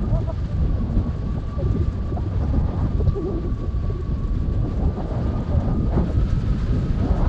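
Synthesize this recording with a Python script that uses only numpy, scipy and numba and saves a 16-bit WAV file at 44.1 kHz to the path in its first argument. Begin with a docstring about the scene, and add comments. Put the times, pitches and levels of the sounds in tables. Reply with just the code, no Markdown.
"""Wind rumbles and thumps over the microphone port of a small camera fixed to a hang glider's wing.
Large eddies make the rumble; smaller ones buffet and ripple in gusts: coloured noise with flickering bands.
The thin port cover flutters into short wavering hoots and one groan: four gliding partials.
A rigging wire sings: a sine plus narrow-band noise. The sail hisses and crackles: noise and soft ticks.
Brief treble rustles stand out: enveloped noise bands."""
import sys
import numpy as np
from scipy import signal
from scipy.fft import rfft, irfft
from scipy.io import wavfile
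from scipy.ndimage import uniform_filter1d, map_coordinates
from numba import njit

SR = 44100
rng = np.random.default_rng(int(sys.argv[2]) if len(sys.argv) > 2 else 0)


def int16_out(signal):
    """Quantize to a 16-bit WAV file."""
    q = np.round(np.clip(np.atleast_2d(signal).T, -1, 1) * 32767)
    wavfile.write(sys.argv[1], SR, q.astype(np.int16))


N = 321048


def undb(db):
    """Decibels to amplitude gain."""
    return 10 ** (np.asarray(db) / 20)


def unit(x):
    """Scale to rms 1."""
    return x / np.sqrt(np.mean(x ** 2))


def columns(table):
    """Curve columns, interpolated linearly to one value per sample."""
    time_s, *curves = np.transpose(table)
    return [np.interp(np.arange(N) / SR, time_s, curve) for curve in curves]


@njit
def svf(x, centre_hz, width_hz):
    """State-variable band-pass with a moving centre, gain 1 there."""
    y, band, low = np.empty(len(x)), 0., 0.
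    for i in range(len(x)):
        g = np.tan(np.pi * centre_hz[i] / SR)
        damping = width_hz / centre_hz[i]
        v = (band + g * (x[i] - low)) / (1 + g * (g + damping))
        band, low = 2 * v - band, low + 2 * g * v
        y[i] = damping * v
    return y


def walk(rate_hz):
    """Random levels held 1 / rate_hz, slewed by two moving averages; spread near 1."""
    hold = int(SR / rate_hz)
    steps = np.repeat(rng.standard_normal(N // hold + 1), hold)
    return 1.249 * uniform_filter1d(uniform_filter1d(steps, hold), hold)[:N]


def turbulence(spectrum, together_db, alone_db, rate_hz):
    """Coloured noise, rms 1, in overlapping octave bands that flicker together and each alone."""
    hz, density_db = np.transpose(spectrum)
    octave = np.log2(np.maximum(np.arange(N // 2 + 1) * SR / N, 1))
    colour_db = np.interp(octave, np.log2(hz), density_db, left=-90, right=-90)
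    noise = rfft(rng.standard_normal(N)) * undb(colour_db)
    out = 0
    for centre in np.arange(np.floor(np.log2(hz[0])), np.log2(hz[-1]) + 1):
        share = np.clip(1 - np.abs(octave - centre), 0, 1)
        out = out + irfft(noise * share, N) * undb(alone_db * walk(rate_hz))
    return unit(out * undb(together_db))


def swells(times_s, rise_db, half_width_s):
    """Bell-shaped level changes, summed in dB; half-width at 1/e."""
    t = np.arange(N) / SR
    events = np.broadcast(times_s, rise_db, half_width_s)
    return sum(db * np.exp(-((t - at) / width) ** 2) for at, db, width in events)


# large eddies, base levels: (time [s], rumble level [dB], buffet level [dB])
EDDIES = [(0.0, -21, -30), (0.28, -25, -35.5), (0.65, -15.5, -36), (0.79, -26, -29), (0.95, -22.5, -29.5),
          (1.5, -27, -38), (1.76, -18, -30), (1.86, -23.5, -33.5), (2.68, -18, -30.5), (3.16, -22.5, -31.5),
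          (3.4, -25, -30.5), (3.55, -17.5, -32.5), (4.03, -23.5, -37), (4.46, -20, -31.5),
          (5.01, -25.5, -29), (5.61, -17, -27), (5.86, -19.5, -26), (6.26, -19, -29), (7.28, -18, -28.5)]
# gusts of small eddies: (time [s], base ripple level [dB], relative sweep speed [ratio])
GUSTS = [(0, -41.5, 1.05), (.45, -45.5, 0.87), (.67, -44, 0.94), (1.09, -42, 0.94), (1.25, -47.5, 0.97),
         (2.28, -45, 0.81), (2.42, -42.5, 1.15), (2.86, -39, 1.15), (2.94, -47, 0.79), (4.44, -45, 0.74),
         (4.54, -38, .7), (4.86, -36.5, 0.82), (4.96, -39, 0.86), (5.13, -35, 0.91), (5.47, -39, 1.05),
         (5.72, -37.5, 1.1), (5.79, -47, 0.77), (5.98, -47, 1.15), (6.14, -45, 0.74), (6.95, -43.5, 0.83),
         (7.06, -34.5, 0.91), (7.28, -33.5, 1.23)]
# single eddies striking the port: (time [s], rumble change [dB], buffet change [dB])
THUMPS = [(0.14, 11.5, -3), (.643, 1, 10.5), (.98, 7, 3), (1.377, 4.5, 10.5), (1.763, -2.5, 3),
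          (2.554, -4, 3), (2.842, 3.5, 5.5), (3.08, 9.5, -4), (3.649, -7, 4.5), (4.118, 8, 2),
          (4.869, 10, 0), (5.575, 4.5, -5), (5.983, 5, 8.5), (6.185, 2, 3.5), (6.781, 0.5, 4),
          (7.06, 1.5, 5)]
# bursts of small eddies: (time [s], ripple rise [dB], half-width [s])
BURSTS = [(1.38, 7.5, 0.0089), (1.769, 1.5, 0.014), (2.18, 13.5, 0.019), (2.34, 7, 0.019),
          (2.439, 3.5, 0.026), (2.8, 3, .02), (2.865, 3.5, .012), (3.01, 13.5, 0.02), (3.075, 13, 0.011),
          (3.175, 7, 0.014), (3.321, 10, 0.076), (3.46, 6, 0.028), (3.845, 8.5, 0.02), (5, 8.5, 0.022),
          (5.9, 7, 0.052), (5.98, 15, 0.056), (6.105, 13.5, 0.027)]
# lulls between eddies, negative = rise: (time [s], rumble dip [dB], buffet dip [dB], ripple dip [dB])
LULLS = [(1.51, 3, -2.5, -1), (2.301, 1.5, 10.5, -3), (2.73, 13.5, -4, 0), (3.575, 10.5, 6, 3),
         (3.707, 8, 4, -1.5), (4.015, 1.5, 4, 2), (4.74, -2, 3.5, 3), (4.928, 1, 6.5, -1),
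         (5.45, 7.5, 6, 0.5), (6.05, 3, -2.5, -0.5), (6.6, 3.5, 2.5, 7)]
# relative noise spectra of the eddies: (frequency [Hz], density [dB per Hz])
RUMBLE = [(15, -17), (30, 0.5), (65, 2), (100, -1), (160, -8), (250, -25.5), (400, -39)]
BUFFET = [(100, -13.5), (170, 5.5), (250, 1.5), (350, -5.5), (480, -13), (700, -22.5)]
# the same, before the sweep speed shifts them
RIPPLE = [(300, -2.5), (500, 0), (700, -3.5), (950, -9.5), (1200, -16.5), (1900, -30), (2800, -49)]
ROAR = [(450, -19.5), (700, 2.5), (900, -2.5), (1100, -9.5), (1600, -15.5), (2400, -33)]
THUMP_HALF_S, LULL_HALF_S = 0.025, 0.04
# whirl centre at sweep speed 1; level re ripple
WHIRL_HZ, WHIRL_WIDTH_HZ, WHIRL_DB = 617, 120., -8
# roar is ROAR_DB at ripple level ROAR_FROM_DB; slope in dB per dB
ROAR_FROM_DB, ROAR_DB, ROAR_SLOPE = -35.5, -41.5, 1.18


def port():
    """Big eddies rumble; small ones flicker faster, brighten with sweep speed and moan as whirls."""
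    rumble_db, buffet_db = columns(EDDIES)
    ripple_db, sweep = columns(GUSTS)

    thump_s, rumble_rise_db, buffet_rise_db = np.transpose(THUMPS)
    lull_s, rumble_dip_db, buffet_dip_db, ripple_dip_db = np.transpose(LULLS)
    rumble_db = rumble_db + swells(thump_s, rumble_rise_db, THUMP_HALF_S)
    rumble_db = rumble_db - swells(lull_s, rumble_dip_db, LULL_HALF_S)
    buffet_db = buffet_db + swells(thump_s, buffet_rise_db, THUMP_HALF_S)
    buffet_db = buffet_db - swells(lull_s, buffet_dip_db, LULL_HALF_S)
    ripple_db = ripple_db + swells(*np.transpose(BURSTS))
    ripple_db = ripple_db - swells(lull_s, ripple_dip_db, LULL_HALF_S)

    rumble = turbulence(RUMBLE, 1.2 * walk(26), alone_db=0.65, rate_hz=18)
    buffet = turbulence(BUFFET, 1.1 * walk(30), alone_db=2.5, rate_hz=32)
    ripple = turbulence(RIPPLE, 2.4 * walk(70), alone_db=-0.5, rate_hz=72)
    roar = turbulence(ROAR, 1.6 * walk(40), alone_db=2.0, rate_hz=28)

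    # read at the sweep speed: faster is brighter
    position = np.cumsum(sweep)
    ripple = map_coordinates(ripple, [position], mode="mirror")
    roar = map_coordinates(roar, [position], mode="mirror")

    whirl = rng.standard_normal(N)
    whirl_hz = WHIRL_HZ * sweep * np.exp(.25 * walk(16))
    for _ in range(3):
        whirl = svf(whirl, whirl_hz, WHIRL_WIDTH_HZ)
    ripple = ripple + undb(WHIRL_DB) * unit(whirl * undb(1.5 * walk(30)))

    # strong gusts brighten
    roar_db = ROAR_DB + ROAR_SLOPE * (ripple_db - ROAR_FROM_DB)
    low = undb(rumble_db) * rumble + undb(buffet_db) * buffet
    return low + undb(ripple_db) * ripple + undb(roar_db) * roar


# hoots, pitch and levels before bend, wobble and shake: (start [s], length [s], flutter [Hz],
# glide [Hz per s], fundamental level [dB], second partial level [dB], third partial level [dB])
HOOTS = [(0.039, 0.025, 372, 1006, -33, -57, -69), (0.1, 0.11, 324.7, 301, -47, -30.5, -42),
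         (0.207, 0.034, 377, -1400, -31.5, -51, -64), (0.267, 0.054, 331.6, -150, -39, -29, -38.5),
         (0.467, 0.076, 291, 412, -50, -38, -76), (.79, 0.06, 236, -200, -26, -53, -69),
         (0.902, 0.053, 232.4, 501, -25.5, -57, -69), (1.045, 0.057, 242, -300, -27.5, -62, -73),
         (1.573, 0.0594, 291.5, -1000, -51, -31.5, -51), (1.612, 0.036, 355, -1300, -30, -57, -70),
         (1.653, 0.026, 368, 1503, -29, -54, -66), (1.757, 0.023, 422, 2500, -28.5, -55, -66),
         (1.799, 0.035, 356, -400, -28, -62, -68), (2.117, 0.016, 331, -300, -24, -53, -66),
         (2.257, 0.022, 328, -3, -27.5, -63, -72), (2.526, 0.034, 277, -4, -26.5, -33, -43.5),
         (2.994, 0.032, 418, 206, -26, -46, -62), (3.426, 0.054, 353, 1402, -29.5, -49, -63),
         (3.626, 0.038, 355, 1, -32.5, -60, -83), (3.894, 0.023, 405.3, -1400, -26, -61, -71),
         (3.941, 0.046, 361.4, -300, -32, -63, -66), (3.983, 0.032, 368, 300, -31, -61, -66),
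         (4.866, 0.034, 403, 5, -27, -65, -67), (5.51, 0.075, 293, -300, -49, -31.5, -58),
         (5.58, 0.046, 313, 1201, -51, -41, -49)]
# groan pitch before wobble: (time [s], flutter [Hz])
GROAN = [(3.14, 364), (3.185, 394.4), (3.205, 331), (3.238, 303.6), (3.27, 380.4), (3.297, 408),
         (3.322, 335), (3.348, 367.2), (3.366, 313), (3.385, 357), (3.41, 352)]
# groan levels before shake: (fundamental [dB], second partial [dB], third partial [dB])
GROAN_PARTIALS_DB = (-28, -48.5, -65)
GROAN_EDGE_S = 0.032
ARCH = .09  # share by which pitch is lower where the swing starts and dies


def cover(wobble=0.025, fourth_db=-7, rocking=0.26):
    """A slack membrane swings unevenly, in short hoots and one long groan."""
    out = np.zeros(N)
    drift = wobble * walk(70)
    # turbulence rocks the swing, smearing each partial into a band
    shake = undb(0.97 * walk(50)) * (1 + rocking * walk(180))

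    def add(start_s, hz, swing, partials_db):
        """Add one stretch of flutter; the fourth partial follows the third."""
        start = int(start_s * SR)
        span = slice(start, start + len(hz))
        phase = 2 * np.pi * np.cumsum(hz * (1 + drift[span])) / SR
        levels_db = [*partials_db, partials_db[-1] + fourth_db]
        for partial, db in enumerate(levels_db, 1):
            out[span] += swing * undb(db) * np.sin(partial * phase)

    for start_s, length_s, flutter_hz, glide_hz_per_s, *partials_db in HOOTS:
        t = np.arange(int(length_s * SR)) / SR
        arch = np.sin(np.pi * t / length_s)
        hz = flutter_hz + glide_hz_per_s * (t - length_s / 2)
        add(start_s, hz * (1 - ARCH * (1 - arch)), arch ** 1.08, partials_db)

    t = np.arange(GROAN[0][0], GROAN[-1][0], 1 / SR)
    gate = np.clip(np.minimum(t - t[0], t[-1] - t) / GROAN_EDGE_S, 0, 1)
    add(t[0], np.interp(t, *np.transpose(GROAN)), gate, GROAN_PARTIALS_DB)
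    return np.sqrt(2) * shake * out  # sine peak to rms


# airflow past the wing: (time [s], mean wire tone [Hz], wire tone level [dB], sail hiss level [dB])
AIRFLOW = [(0, 1223, -48, -50), (.4, 1189, -52.5, -49.5), (.85, 1114, -48, -51), (1.3, 1143, -49, -50.5),
           (1.7, 1176, -47.5, -49), (2.12, 1145, -49.5, -51.5), (2.88, 1228, -51, -50.5),
           (2.96, 1150, -55, -49.5), (3.1, 1161, -47.5, -52), (3.9, 1132, -48.5, -51.5),
           (4.1, 1120, -48.5, -51.5), (4.7, 1163, -50.5, -51), (5.1, 1189, -49.5, -49.5),
           (5.6, 1212, -48, -48), (5.82, 1220, -49.5, -52), (5.96, 1235, -51, -47.5),
           (6.28, 1306, -50, -46), (6.6, 1255, -52.5, -44.5), (7.28, 1282, -47, -46)]
# relative noise spectra of hiss, sizzle and high rush: (frequency [Hz], density [dB per Hz])
HISS = [(410, -30.5), (700, -10.5), (1000, -7.5), (1600, -7.5), (1900, -13.5), (2400, -16), (3300, -16),
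        (4600, -19.5), (5420, -29), (7400, -37.5), (8380, -49.5), (10900, -50), (13000, -65.5)]
SIZZLE = [(3500, -11), (4600, 3.5), (5500, -2.5), (7500, -6), (8300, -15.5), (10500, -22.5), (12500, -34.5)]
EDGE = [(8200, -14.5), (9500, -6), (10700, 5.5), (11500, -7.5), (14000, -22.5)]
TICK_DB = -8.5  # crackle re sizzle


def wing(sizzle_db=-15, edge_db=-82, edge_from_hz=1255, edge_db_per_hz=0.66):
    """The sail hisses in quick puffs; vortices leave the wire at a rate set by the airspeed."""
    wire_hz, wire_db, hiss_db = columns(AIRFLOW)
    puffs_db = 0.31 * walk(21) + 0.87 * walk(60)
    hiss = turbulence(HISS, 1.3 * puffs_db, alone_db=0.5, rate_hz=42)
    sizzle = turbulence(SIZZLE, 1.0 * puffs_db, alone_db=3.0, rate_hz=36)
    fine = sizzle + undb(TICK_DB) * crackle()
    sail = undb(hiss_db) * (hiss + undb(sizzle_db) * fine)

    # irregular shedding: narrow-band noise rides on the tone
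    tone = np.sin(2 * np.pi * np.cumsum(wire_hz + 16 * walk(45)) / SR)
    slip = svf(svf(rng.standard_normal(N), wire_hz, 60.), wire_hz, 82.0)
    flicker_db = 1.5 * walk(55) + 0.8 * walk(20)
    shed = (0.85 * unit(tone) + unit(slip)) * undb(flicker_db)
    wire = undb(wire_db) * unit(shed)

    # thin high rush at the fastest airspeed; its level stops rising 5 Hz above edge_from_hz
    rush = turbulence(EDGE, 1.5 * walk(18), alone_db=-0.5, rate_hz=30)
    rush_db = edge_db + edge_db_per_hz * np.minimum(wire_hz - edge_from_hz, 5)
    return sail + wire + undb(rush_db) * rush


# relative noise spectrum inside the ticks: (frequency [Hz], density [dB per Hz])
CRACKLE = [(4800, -28), (5600, -5), (6800, -1), (7800, -3), (8600, -21.5), (11000, -43)]
TICKS_PER_S, TICK_S, TICK_SCATTER_DB = 140, 0.001, 1.5  # mean rate, time to peak, spread


def crackle():
    """Fine crackle of the sail: random soft noise ticks of a few milliseconds, uneven in level."""
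    hits = rng.random(N) < TICKS_PER_S / SR
    starts = hits * undb(TICK_SCATTER_DB * rng.standard_normal(N))
    t = np.arange(SR // 40) / SR
    tick = t / TICK_S * np.exp(-t / TICK_S)
    envelope = signal.fftconvolve(starts, tick)[:N]
    return unit(turbulence(CRACKLE, 0, alone_db=0.0, rate_hz=26) * envelope)


# treble rustles: (time [s], level before envelope [dB], centre [Hz], fade time constant [s])
RUSTLES = [(1.71, -34, 6540, 0.0049), (2.429, -38, 5500, 0.0085), (3.07, -32, 4000, 0.013),
           (4.77, -35, 6000, 0.0054), (5.599, -34, 6100, 0.0066), (6.3, -27, 6040, 0.0055)]


def rustles(rise_s=0.031, width_hz=2800.0):
    """Brief broad puffs of noise, perhaps sailcloth creasing."""
    out, size = np.zeros(N), SR // 10
    t = np.arange(size) / SR
    for start_s, level_db, centre_hz, fade_s in RUSTLES:
        band = rng.standard_normal(size)
        for _ in range(3):
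            band = svf(band, np.full(size, 1. * centre_hz), width_hz)
        envelope = (1 - np.exp(-t / rise_s)) * np.exp(-t / fade_s)
        out[int(start_s * SR):][:size] += undb(level_db) * unit(band) * envelope
    return out


def scene():
    """Sum of all sources at one microphone in open air."""
    return (port() + cover() + wing() + rustles())[None]


TOP_HZ = 15600


def record(dry):
    """The capsule rounds the strongest thumps; a low-pass, started settled, cuts the top."""
    rounded = np.tanh(1.377 * dry) / 1.462
    cut = signal.ellip(8, .2, 70, TOP_HZ, fs=SR, output="sos")
    settled = signal.sosfilt_zi(cut)[:, None] * rounded[None, :, :1]
    return signal.sosfilt(cut, rounded, zi=settled)[0]


dry = scene()
out = record(dry)
int16_out(out)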